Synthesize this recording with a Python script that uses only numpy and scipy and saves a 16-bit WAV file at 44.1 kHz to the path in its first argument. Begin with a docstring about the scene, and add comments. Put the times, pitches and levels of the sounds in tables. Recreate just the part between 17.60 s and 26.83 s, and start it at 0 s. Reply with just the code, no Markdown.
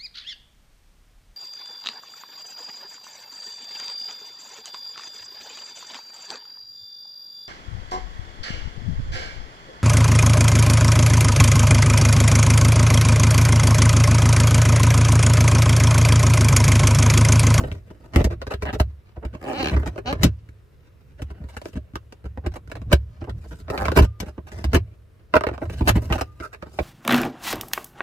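"""A plastic lever works into the seam of a trim panel in a parked car, over a steady cabin hush (shaped noise).
First clips snap (clicks and grit ringing the panel modes); from 1 s the tip creaks too (near-regular slips).
After a lull near 3 s come lighter snaps, then heavier ones from 5.3 s, with two low creaks just after 6 s.
A steel clip rings faintly at 6.4 and 8.6 s (two close tones); the hardest snaps fall from 7.7 to 8.3 s.
Throughout, strokes scuff (clumped grit), pulls boom (noise-driven low modes), and the cabin adds a short tail."""
import sys
import numpy as np
from scipy import signal
from scipy.io import wavfile

SR = 44100
rng = np.random.default_rng(int(sys.argv[2]) if len(sys.argv) > 2 else 0)


def wav_out(sig):
    """Save sig, one row per channel (or a flat mono array), as 16-bit PCM at SR to the path in sys.argv[1]."""
    wavfile.write(sys.argv[1], SR, np.round(np.clip(np.atleast_2d(sig).T, -1, 1) * 32767).astype(np.int16))


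N = 407043


def amp(db):
    """Turn decibels into a gain."""
    return 10 ** (np.asarray(db) / 20)


def rms_one(x):
    """Scale a signal to an rms of 1."""
    return x / np.sqrt(np.mean(x ** 2) + 1e-20)


def in_time(rows):
    """Draw each column of a table as a line over time, one value a sample."""
    s, *columns = np.transpose(rows)
    return [np.interp(np.arange(N) / SR, s, c) for c in columns]


def at_hz(points, hz):
    """Read a spectrum between its points, on a log frequency axis."""
    point_hz, values = np.array(points)[:, 0], np.array(points)[:, 1]
    return np.interp(np.log(hz), np.log(point_hz), values)


def cut(x, hz, kind, order=2):
    """Filter with a smooth (Butterworth) slope."""
    return signal.sosfilt(signal.butter(order, hz, kind, fs=SR, output="sos"), x)


def drift(rate):
    """Slow random wandering of rms 1: noise smoothed by two equal poles at `rate` Hz."""
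    r = np.exp(-80 * np.pi * rate / SR)
    noise = rng.standard_normal(N // 40 + 2002)     # one value per 40 samples
    slow = signal.lfilter([1], [1, -2 * r, r * r], noise)[2000:]
    return np.interp(np.arange(N) / 40, np.arange(len(slow)), rms_one(slow))


def ring(force, hz, t60):
    """A mode: a unit click sets off a sine of height 1 that falls 60 dB in t60 seconds."""
    r, w = amp(-60 / (t60 * SR)), 2 * np.pi * hz / SR
    return signal.lfilter([0, np.sin(w)], [1, -2 * r * np.cos(w), r * r], force + 1e-18)


WANDER, WANDER_PER_S = .04, 5   # rms share by which a mode's pitch shifts, rate in Hz


def ring_bent(force, hz, t60, size=1024):
    """A mode whose pitch wanders as the panel bends, rung block by block."""
    r = amp(-60 / (t60 * SR))
    w = 2 * np.pi * hz * (1 + WANDER * drift(WANDER_PER_S)[::size]) / SR
    out, state = np.empty_like(force), np.zeros((len(force), 2))
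    for k, i in enumerate(range(0, N, size)):
        poles = [1, -2 * r * np.cos(w[k]), r * r]
        block = force[:, i:i + size] + 1e-18
        out[:, i:i + size], state = signal.lfilter([0, np.sin(w[k])], poles, block, zi=state)
    return out


def grit(per_s, spread_db):
    """Tiny contacts at random moments, of uneven size and either sign; rms 1."""
    sizes = amp(spread_db * np.minimum(rng.exponential(1, N), 4)) * rng.choice([-1, 1], N)
    return rms_one(sizes * (rng.random(N) < per_s / SR))


def swells(rows, rise_db_per_s, fall_db_per_s):
    """Gestures that climb to a peak and fall away at steady dB rates; one gain per level column."""
    s, *columns = np.transpose(rows)
    late = np.arange(0, N + 40, 40) / SR - s[:, None]     # seconds after each peak, every 40 samples
    shape_db = np.where(late < 0, rise_db_per_s, -fall_db_per_s) * late
    return [np.repeat(amp(shape_db + c[:, None]).sum(axis=0), 40)[:N] for c in columns]


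# colour of the cabin hush: (f/Hz, relative level/dB per Hz)
AIR = [(25, -1), (108, -3), (277, -25.5), (394, -14), (734, -32), (1330, -26.5), (1560, -29.5), (7310, -46),
       (16000, -46)]
# how alike the hush is on the two sides: (f/Hz, likeness, 1 = the same)
LIKENESS = [(240, 0.54), (950, 0.11), (3770, 0.55)]
AIR_DB = -53.5   # rms of the whole hush


def air():
    """Cabin hush: half-octave bands of stereo noise, each with its own level, flicker and likeness."""
    out, edges = 0, 22 * 2 ** np.arange(0, 9.8, .5)
    white = rng.standard_normal((2, 2, N))
    for k, (low, high) in enumerate(zip(edges, edges[1:])):
        mid, side = cut(white[k % 2], [low, high], "band")
        hz = np.sqrt(low * high)
        alike = np.clip(at_hz(LIKENESS, hz), -1, 1)
        gain = amp(at_hz(AIR, hz) + 0.82 * drift(4.0))
        out = out + gain * (np.sqrt(1 + alike) * mid + np.sqrt(1 - alike) * side * [[1], [-1]])
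    return amp(AIR_DB) * rms_one(out)


CABIN_T60_S, CABIN_DB, SEAT_CUT_HZ = 0.067, -8, 6800


def cabin(x):
    """Glass and seats return a short dull tail, a different one to each microphone."""
    t = np.arange(int(.25 * SR)) / SR
    noise = cut(rng.standard_normal((2, len(t))), [400, SEAT_CUT_HZ], "band", order=1)
    tail = noise * amp(-60 * t / CABIN_T60_S)
    tail /= np.sqrt(np.sum(tail ** 2, axis=1, keepdims=True))
    return amp(CABIN_DB) * signal.oaconvolve(x, tail, axes=1)[:, :N]


# the panel as a drum over its cavity: (f/Hz, relative level/dB, time to fall 60 dB/s)
BOOM = [(68.7, 5.5, 0.26), (78, 0.5, 0.23), (91.7, -1.5, 0.25), (107.24, -1, 0.31), (136, -6, 0.047)]
# pulls that bend the whole panel: (t/s of the peak, level/dB before a slow flutter)
PULLS = [(0.03, -23.5), (0.72, -27), (1.18, -30.5), (2.2, -24.5), (2.62, -24.5), (3.66, -43), (4.87, -32),
         (5.29, -23), (5.75, -30.5), (6.3, -20.5), (7.12, -24), (8.12, -29.5), (8.3, -19.5), (8.48, -31.5),
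         (9.23, -47)]
PULL_RISE_DB_PER_S, PULL_FALL_DB_PER_S, REST_DB = 88.5, 123, -54


def boom(jumps):
    """Sudden jumps and slow bending make the panel and its cavity sound their low modes."""
    bending = 0
    for hz, level_db, t60 in BOOM:
        bending = bending + amp(level_db) * rms_one(ring(rng.standard_normal(N), hz, t60))
    pull = swells(PULLS, PULL_RISE_DB_PER_S, PULL_FALL_DB_PER_S)[0] + amp(REST_DB)
    out = pull * amp(2.0 * drift(11.0)) * rms_one(bending)
    soft = cut(jumps, 130, "low")
    for hz, level_db, t60 in BOOM:
        out = out + ring(soft * amp(level_db + 2 * drift(5)), hz, t60)
    return out * amp([[-.4], [.4]])


# moments when the steel spring clip is set free: (t/s, level/dB before a fixed trim)
SPRING = [(6.371, -39), (8.61, -40.5)]
SPRING_HZ, SPRING_T60_S = (1206, 1216.5), .8


def spring():
    """The freed clip rings on two close tones that beat."""
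    kicks = np.zeros(N)
    for s, level_db in SPRING:
        kicks[round(s * SR)] = amp(level_db - 11.5)
    return sum(ring(kicks, hz, SPRING_T60_S) for hz in SPRING_HZ) * amp([[1.5], [-1.5]])


# strokes of fingers and lever over grained plastic: (t/s of the peak, body level/dB, treble level/dB)
STROKES = [(0.04, -55.5, -53.5), (0.45, -68.5, -68), (2.02, -39, -43), (2.27, -68, -68), (2.54, -58.5, -82),
           (3.84, -70.5, -92.5), (4.05, -73, -59.5), (5.93, -77.5, -57.5), (6.25, -54.5, -57),
           (7.0, -63, -59), (7.92, -63, -72), (8.17, -62.5, -54), (8.46, -61, -51), (8.84, -72.5, -61.5),
           (9.23, -62.5, -52)]
STROKE_RISE_DB_PER_S, STROKE_FALL_DB_PER_S = 123.5, 173
LIFTED_DB = -89.5   # body level left between strokes


def rub_forces():
    """Rubbing is grit that comes in clumps, with lone ticks among it: body and treble drive."""
    level, treble = swells(STROKES, STROKE_RISE_DB_PER_S, STROKE_FALL_DB_PER_S)
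    contacts = grit(2500.0, spread_db=3.0) + .4 * grit(60.0, spread_db=3.0)
    force = contacts * amp(5.5 * drift(16))
    return (level + amp(LIFTED_DB)) * force, treble * force


# creaks of the lever tip: (start t/s, length/s, slips per s at the start, middle and end,
# peak as a share of the length, body level/dB, treble level/dB, upper limit f/Hz,
# grit relative to the slips, extra bite above 1.4 kHz relative to the slips)
CREAKS = [(1.062, 0.045, 150, 140, 150, 0.5, -48, -58, 3500, .15, 0.2),
          (1.814, 0.043, 76, 80, 90, 0.9, -52.5, -55, 2500, .09, 0.45),
          (1.861, 0.066, 138, 134, 130, 0.36, -47.5, -50, 3000, .12, 0.15),
          (1.934, 0.041, 255, 275, 295, 0.7, -46, -56, 5000, .02, 1.0),
          (1.9755, 0.051, 250, 277, 252, 0.6, -43, -56, 6500, .02, 1.34),
          (2.029, .072, 66, 72, 90, 0.64, -42.5, -44.5, 6700, .09, 1.66),
          (2.459, .058, 232, 260, 288, 0.35, -40, -56, 6600, .02, 0.9),
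          (6.1195, 0.049, 120, 152, 108, 0.53, -43.5, -48, 1600, .05, .1) , (6.19, 0.058, 96, 105, 80, 0.7, -42.5, -47, 1600, .05, 0.084)]
CREAK_START_DB, CREAK_END_DB = -6, -5.5   # a creak swells to its peak, then eases


def creak_forces():
    """Stick and slip: near-regular clicks, each with a puff of grit; also marks when the tip grips."""
    t = np.arange(N) / SR
    body, treble, gripping = np.zeros((3, N))
    wobble, sizes = .6 * drift(60), amp(1.3 * rng.standard_normal(N))
    puffs = grit(6000, spread_db=3.5)
    for (s, length, first, middle, last, peak,
         level_db, treble_db, edge_hz, gritty, bite) in CREAKS:
        done = (t - s) / length
        per_s = np.interp(done, [0, .5, 1], [first, middle, last])
        peak_at = np.clip(peak, .1, .9)
        swell = amp(np.interp(done, [0, peak_at, 1], [CREAK_START_DB, 0, CREAK_END_DB]))
        on = (done >= 0) & (done < 1)
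        # count up the slips: each whole step is one click
        count = np.cumsum(on * per_s * (1 + gritty * wobble) / SR)
        slips = np.diff(np.ceil(count), prepend=0) * sizes * np.sqrt(SR / per_s)
        puff = puffs * signal.lfilter([1], [1, -amp(-60 / (.02 * SR))], slips + 1e-18)
        force = cut(slips + gritty * puff, edge_hz, "low", order=5)
        body += amp(level_db) * swell * (force + bite * cut(force, 1400, "high"))
        treble += amp(treble_db) * swell * (0.13 * slips + 0.12 * puff)
        gripping += on
    return body, treble, gripping


# the lever's own modes: (f/Hz, level/dB, time to fall 60 dB/s)
LEVER = [(768, -2, 0.034), (1664, -11.5, 0.016), (2745, -14, 0.014), (4010, -15.5, 0.0061),
         (5600, -35.5, 0.003)]


def lever(slips):
    """The creaking tip rings the lever itself, heard a moment later on the right."""
    out = sum(amp(level_db) * ring(slips, hz, t60) for hz, level_db, t60 in LEVER)
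    return np.array([out, np.roll(out, 8)])     # 8 samples late


DULL_BELOW_DB, DULL_HZ = -40.5, 4936   # snaps at or below this level lose their top


def crackle(force, count=9):
    """Nearby surfaces scatter the bright edge of contacts differently from each spot to each side."""
    t, out = np.arange(int(.03 * SR)) / SR, 0
    spot = (contact_spot() + np.arange(N) // 900) % count     # also moves on every 900 samples
    snap_db = np.array([SNAPS[0]] + list(SNAPS))[:, 1]
    hard = np.clip((snap_db - DULL_BELOW_DB) / 20, 0, 1)[contact_spot()]
    force = hard * force + (1 - hard) * 2.94 * cut(force, DULL_HZ, "low", order=1)
    for k in range(count):
        scatter = rng.standard_normal((2, len(t))) * amp(-60 * t / .014)
        scatter /= np.sqrt(np.sum(scatter ** 2, axis=1, keepdims=True))
        out = out + signal.oaconvolve((force * (spot == k))[None], scatter, axes=1)[:, :N]
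    return cut(out, 2600, "high") * amp([[1.8], [-1.8]])


# snaps and knocks, levels before fixed trims: (t/s, level/dB, crunch length/s with a floor of 1 ms,
# treble level/dB relative to level, boom level/dB)
SNAPS = [(0.037, -29.5, 0.009, -39, -28), (0.116, -43, 0.0015, -30, -28.5), (0.303, -41.5, 0.01, -30, -36),
         (0.536, -31, 0.014, -26, -26), (0.56, -21.5, 0.0021, -14.5, -6.5),
         (0.569, -24.5, 0.036, -27.5, -11), (0.604, -25, 0.012, -36, -11.5), (0.643, -28, 0.0089, -12, -9),
         (0.663, -29, 0.0061, -64, -16), (0.703, -32, 0.027, -30.5, -32), (0.817, -27, 0.0074, -28.5, -30),
         (0.868, -32.5, 0.0076, -25, -21.5), (0.907, -28.5, 0.019, -27.5, -46),
         (0.938, -31.5, 0.0043, -19.5, -22), (1.023, -26.5, 0.0086, -25.5, -18.5),
         (1.054, -28.5, 0.0076, -28.5, -36), (1.129, -30.5, 0.021, -22.5, -20.5),
         (1.156, -33, 0.0051, -48, -27), (1.199, -21, 0.0079, -16, -6), (1.568, -37.5, 0.0097, -74, -26),
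         (1.627, -32.5, 0.016, -64, -39), (1.65, -38, 0.0057, -25, -17.5), (1.737, -36, 0.017, -35, -29.5),
         (2.111, -32.5, 0.026, -33, -20), (2.133, -33, 0.013, -35, -21), (2.164, -24.5, 0.012, -35, -14),
         (2.232, -33.5, 0.0031, -43, -32), (2.26, -26, 0.02, -28, -21), (2.36, -38.5, 0.0025, -37, -32),
         (2.379, -24.5, 0.009, -35.5, -26.5), (2.527, -25, 0.0033, -24, -20.5),
         (2.613, -35, 0.057, -23.5, -17), (2.633, -15.5, 0.0085, -9, -8.5),
         (2.642, -33.5, 0.0098, -12, -3.5), (2.889, -60, 0.0028, -10.5, -36.5),
         (3.592, -45, 0.013, -30, -47), (3.619, -39, 0.0051, -13, -21.5), (3.704, -41, 0.0074, -27, -24.5),
         (3.802, -51, 0.024, -45, -24.5), (3.84, -46.5, 0.0054, -29, -26), (3.887, -51, 0.019, -10, -58),
         (3.967, -36.5, 0.0062, -14.5, -26), (4.016, -43.5, 0.0031, -15, -44),
         (4.056, -34, 0.0034, -20.5, -42), (4.133, -46, 0.0054, -23, -29), (4.156, -39, 0.017, -26, -17.5),
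         (4.336, -57, 0.0034, -24, -28), (4.356, -34.5, 0.0031, -14.5, -25),
         (4.524, -45.5, 0.0031, -16.5, -45), (4.642, -51, 0.004, -26, -26), (4.655, -41, 0.0082, -27, -24),
         (4.775, -31, 0.0034, -69, -25), (4.84, -38, 0.023, -56, -30), (4.863, -29, 0.0057, -23.5, -18.5),
         (4.919, -51, 0.0046, -21, -40), (4.939, -47.5, 0.0044, -17, -51), (4.958, -34, 0.01, -23, -34.5),
         (5.075, -53.5, 0.0026, -17.5, -49), (5.099, -50, 0.0044, -19, -48),
         (5.116, -33.5, 0.004, -20.5, -37), (5.154, -38, 0.0037, -23, -44),
         (5.167, -40.5, 0.0053, -28, -30), (5.217, -45.5, 0.0039, -24, -23.5),
         (5.317, -19, 0.014, -32, -17.5), (5.327, -23, 0.0049, -6, -2.5), (5.616, -35.5, 0.0096, -40, -23),
         (5.642, -40.5, 0.0042, -31.5, -47), (5.674, -35, 0.019, -62, -26),
         (5.695, -49, 0.0078, -12.5, -30), (5.842, -42.5, 0.019, -51.5, -37),
         (5.91, -41, 0.023, -29, -29.5), (6.082, -28.5, 0.0092, -46, -37),
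         (6.101, -26, 0.005, -21.5, -16.5), (6.177, -28.5, 0.0037, -16, -31),
         (6.255, -24, 0.0054, -22, -25), (6.283, -23, 0.0025, -26.5, -33), (6.318, -25, 0.0027, -24, -26),
         (6.363, -14.5, 0.01, -25.5, -11.5), (6.371, -15.5, 0.024, -18, -4.5),
         (6.408, -30, 0.0014, -35, -2), (6.422, -30, 0.0092, -15, -12), (6.444, -36.5, 0.006, -13, -11.5),
         (6.602, -35, 0.0039, -5.5, -26), (6.621, -36, 0.013, -30.5, -24.5), (6.659, -43, 0.034, -22, -27),
         (6.78, -34.5, 0.0069, -53, -25), (6.869, -45.5, 0.019, -18.5, -58),
         (6.918, -42, 0.0073, -18, -31.5), (7.042, -30, 0.0054, -13, -14.5),
         (7.133, -21.5, 0.0099, -18.5, -5.5), (7.145, -24, 0.0075, -12.5, -7.5),
         (7.156, -15.5, 0.0092, -28.5, -4), (7.739, -12, 0.004, -41, -36),
         (7.755, -14.5, 0.0054, -27.5, -17), (7.766, -13.5, 0.0027, -33, -22),
         (7.809, -25, 0.0022, -33, -38), (7.837, -26, 0.0022, -29, -47), (7.868, -22.5, 0.0031, -29, -20),
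         (7.888, -26.5, 0.0034, -37, -48), (7.913, -37, 0.0024, -46, -27.5), (7.931, -35, 0.02, -32, -39),
         (7.979, -35, 0.0019, -37, -52), (8.017, -27.5, 0.015, -50, -27), (8.054, -40, 0.0064, -28, -47),
         (8.098, -36, 0.0062, -20, -27), (8.209, -25.5, 0.011, -35, -8.5), (8.275, -12.5, 0.021, -15, -13),
         (8.355, -26, 0.02, -21.5, -10), (8.502, -26.5, 0.012, -35, -12.5),
         (8.525, -24, 0.0053, -17.5, -19), (8.539, -28, 0.021, -21.5, -19), (8.581, -33, 0.013, -16, -50),
         (8.611, -23, 0.0068, -20, -22), (8.801, -37, 0.0066, -24, -27.5), (8.823, -42, 0.032, -17, -71),
         (8.93, -41.5, 0.016, -19, -59), (9.025, -32.5, 0.0039, -31, -30), (9.059, -43.5, 0.018, -35, -36),
         (9.188, -27.5, 0.0031, -35, -30), (9.19, -35.5, 0.0022, -27.5, -50),
         (9.2, -26, 0.0073, -44, -19.5)]
CLICK_S = 1.87   # the first click weighs as the root of this over the crunch length
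# a short noise swell ahead of each click climbs 60 dB, up to SWELL_DB,
# in SWELL_S plus so many crunch lengths
SWELL_S, SWELL_PER_HOLD, SWELL_DB = 0.015, 3.2, -12.5


def snap_forces():
    """A short noise swell, a click, then a crunch of small contacts that die: body, treble, boom drive."""
    body, treble, boom_drive = np.zeros((3, N))
    crunch = grit(1800.0, spread_db=3.0)
    for s, level_db, hold, treble_db, boom_db in SNAPS:
        at, hold = round(s * SR), max(hold, .001)
        swell_s = SWELL_S + SWELL_PER_HOLD * hold
        lead = min(int(swell_s * SR), at)
        span = np.arange(at - lead, min(at + int((hold + 0.023) * SR), N))
        t = (span - at) / SR
        fade = amp(-60 * np.maximum(t - hold, 0) / (0.026 + hold))
        shape = np.minimum(1, 0.46 + 3 * t / hold) * fade
        shape[:lead] = amp(SWELL_DB + 60 * t[:lead] / swell_s)
        burst = crunch[span] * shape
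        click = (span == at) * np.sqrt(CLICK_S / hold)     # short snaps are mostly click
        body[span] += amp(level_db - 18.0) * (burst + click)
        treble[span] += amp(level_db + treble_db + 4.5) * (burst + .45 * click)
        middle = min(at + int(hold * SR / 2), N - 1)
        boom_drive[middle] -= amp(boom_db - 12.0)     # the panel jumps inward
    return body, treble, boom_drive


def contact_spot():
    """Count the snaps so far at every sample: each snap moves the contact to a new spot."""
    return np.searchsorted(np.array(SNAPS)[:, 0] * SR, np.arange(N) + 1)


# panel modes: (f/Hz, level/dB before each spot's changes, time to fall 60 dB/s)
PANEL = [(177, -0.5, 0.033), (294, 1.5, 0.018), (393, -3.5, 0.05), (513, -1, 0.015), (583, -4.5, 0.034),
         (705, -6.5, 0.027), (970, -9.5, 0.015), (1008, -5, 0.014), (1243, -3, 0.0072), (1404, -4, 0.011),
         (1683, -4.5, 0.0066), (1779, -6, 0.011), (2160, -9, 0.0068), (2375, -10, 0.0099),
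         (2694, -6.5, 0.0055), (3230, -8.5, 0.004), (3900, -9.5, 0.0039), (4520, -11.5, 0.0037),
         (5510, -8.5, 0.0013)]
# snaps where one group of panel modes rings out: (t/s of the snap, centre f/Hz, lift level/dB)
PITCHED = [(.115, 3000, 18), (.643, 5360, 5.5), (1.196, 800, 9), (2.888, 1730, 12.5), (3.966, 1240, 10),
           (4.056, 380, 11.5), (4.357, 1270, 10.5), (4.774, 690, 7.5), (8.212, 245, 5), (8.503, 885, 7.5),
           (8.526, 1390, 6.5), (8.58, 1190, 8.5), (8.609, 810, 6.5), (8.8, 1860, 13), (8.821, 1330, 15),
           (8.932, 1950, 12), (9.187, 710, 14), (9.194, 2470, 14), (7.752, 909, 9.5)]
# where the work goes on: (t/s, left minus right level/dB)
PLACE = [(0.0, 1), (7.38, 0.5), (9.23, -1.5)]
LEAN_DB_PER_OCTAVE = 1.3   # high modes lean left, middle ones right


def panel(blows, friction):
    """Contacts ring the panel modes, with new strengths at each spot and the sides less alike higher up."""
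    spot = contact_spot()
    s, snap_db, _, treble_db, boom_db = np.transpose([SNAPS[0]] + list(SNAPS))
    # snaps with little boom sound hollow, near 1 kHz unless they have a pitch of their own
    centre_hz, lift_db = np.full(len(s), 1080.), .5 * np.clip(snap_db - boom_db, 0, 16)
    for when, own_hz, own_db in PITCHED:
        k = np.argmin(abs(s - when))
        centre_hz[k], lift_db[k] = own_hz, own_db
    chance = rng.standard_normal((len(SNAPS) + 1, len(PANEL), 2))
    out = np.zeros((2, N))
    for k, (hz, level_db, t60) in enumerate(PANEL):
        # bright snaps reach the high modes, boomy ones the low modes
        hard_db = 0.23 * (treble_db + 21.0) * max(np.log2(hz / 700), 0)
        heavy_db = 0.46 * np.clip(boom_db - snap_db - 9.5, -20, 20) * max(np.log2(600 / hz), 0)
        hollow_db = lift_db * np.exp(-(np.log2(hz / centre_hz) / .45) ** 2)
        strength = amp(level_db + hard_db + 2 * chance[:, k, 0])[spot]
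        mid = strength * (amp(hollow_db + heavy_db)[spot] * blows + friction)
        unlike = 0.76 * hz ** 2 / (hz ** 2 + 1070.0 ** 2)
        side = mid * unlike * np.sign(chance[spot, k, 1])
        both = ring_bent(np.array([mid, side]), hz, t60) * (-1) ** k / np.sqrt(1 + unlike ** 2)
        # a quarter cycle late: the sides differ in phase, not level
        lagged = np.roll(both[1], round(SR / hz / 4))
        lean_db = np.clip(LEAN_DB_PER_OCTAVE * np.log2(hz / 1800), -1, 1.6) * min(hz / 500, 1)
        out += amp([[lean_db], [-lean_db]]) * [both[0] + lagged, both[0] - lagged]
    pan_db = in_time(PLACE)[0]
    return out * amp(np.array([pan_db, -pan_db]) / 2)


def scene():
    """Panel, lever and crackle with their cabin tail, plus boom, spring and hush."""
    snap_body, snap_treble, jumps = snap_forces()
    creak_body, creak_treble, gripping = creak_forces()
    rub_body, rub_treble = rub_forces() * (1 - .8 * gripping)     # a gripping tip hardly scuffs
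    friction = cut(creak_body, 360, "high", order=1) + rub_body
    bright = crackle(snap_treble + creak_treble + rub_treble)
    near = panel(snap_body, friction) + lever(creak_body) + bright
    return near + cabin(near) + boom(jumps) + spring() + air()


MIC_LOW_HZ, CUTOFF_HZ = 40.7, 16700


def record(dry):
    """Two small microphones lose the deepest bass; peaks are rounded at full scale, the top is cut."""
    heard = cut(dry, MIC_LOW_HZ, "high", order=3)
    rounded = heard / (1 + heard ** 4) ** .25
    top_cut = signal.cheby2(12, 70, CUTOFF_HZ, fs=SR, output="sos")
    return .98 * signal.sosfilt(top_cut, rounded)


dry = scene()
out = record(dry)
wav_out(out)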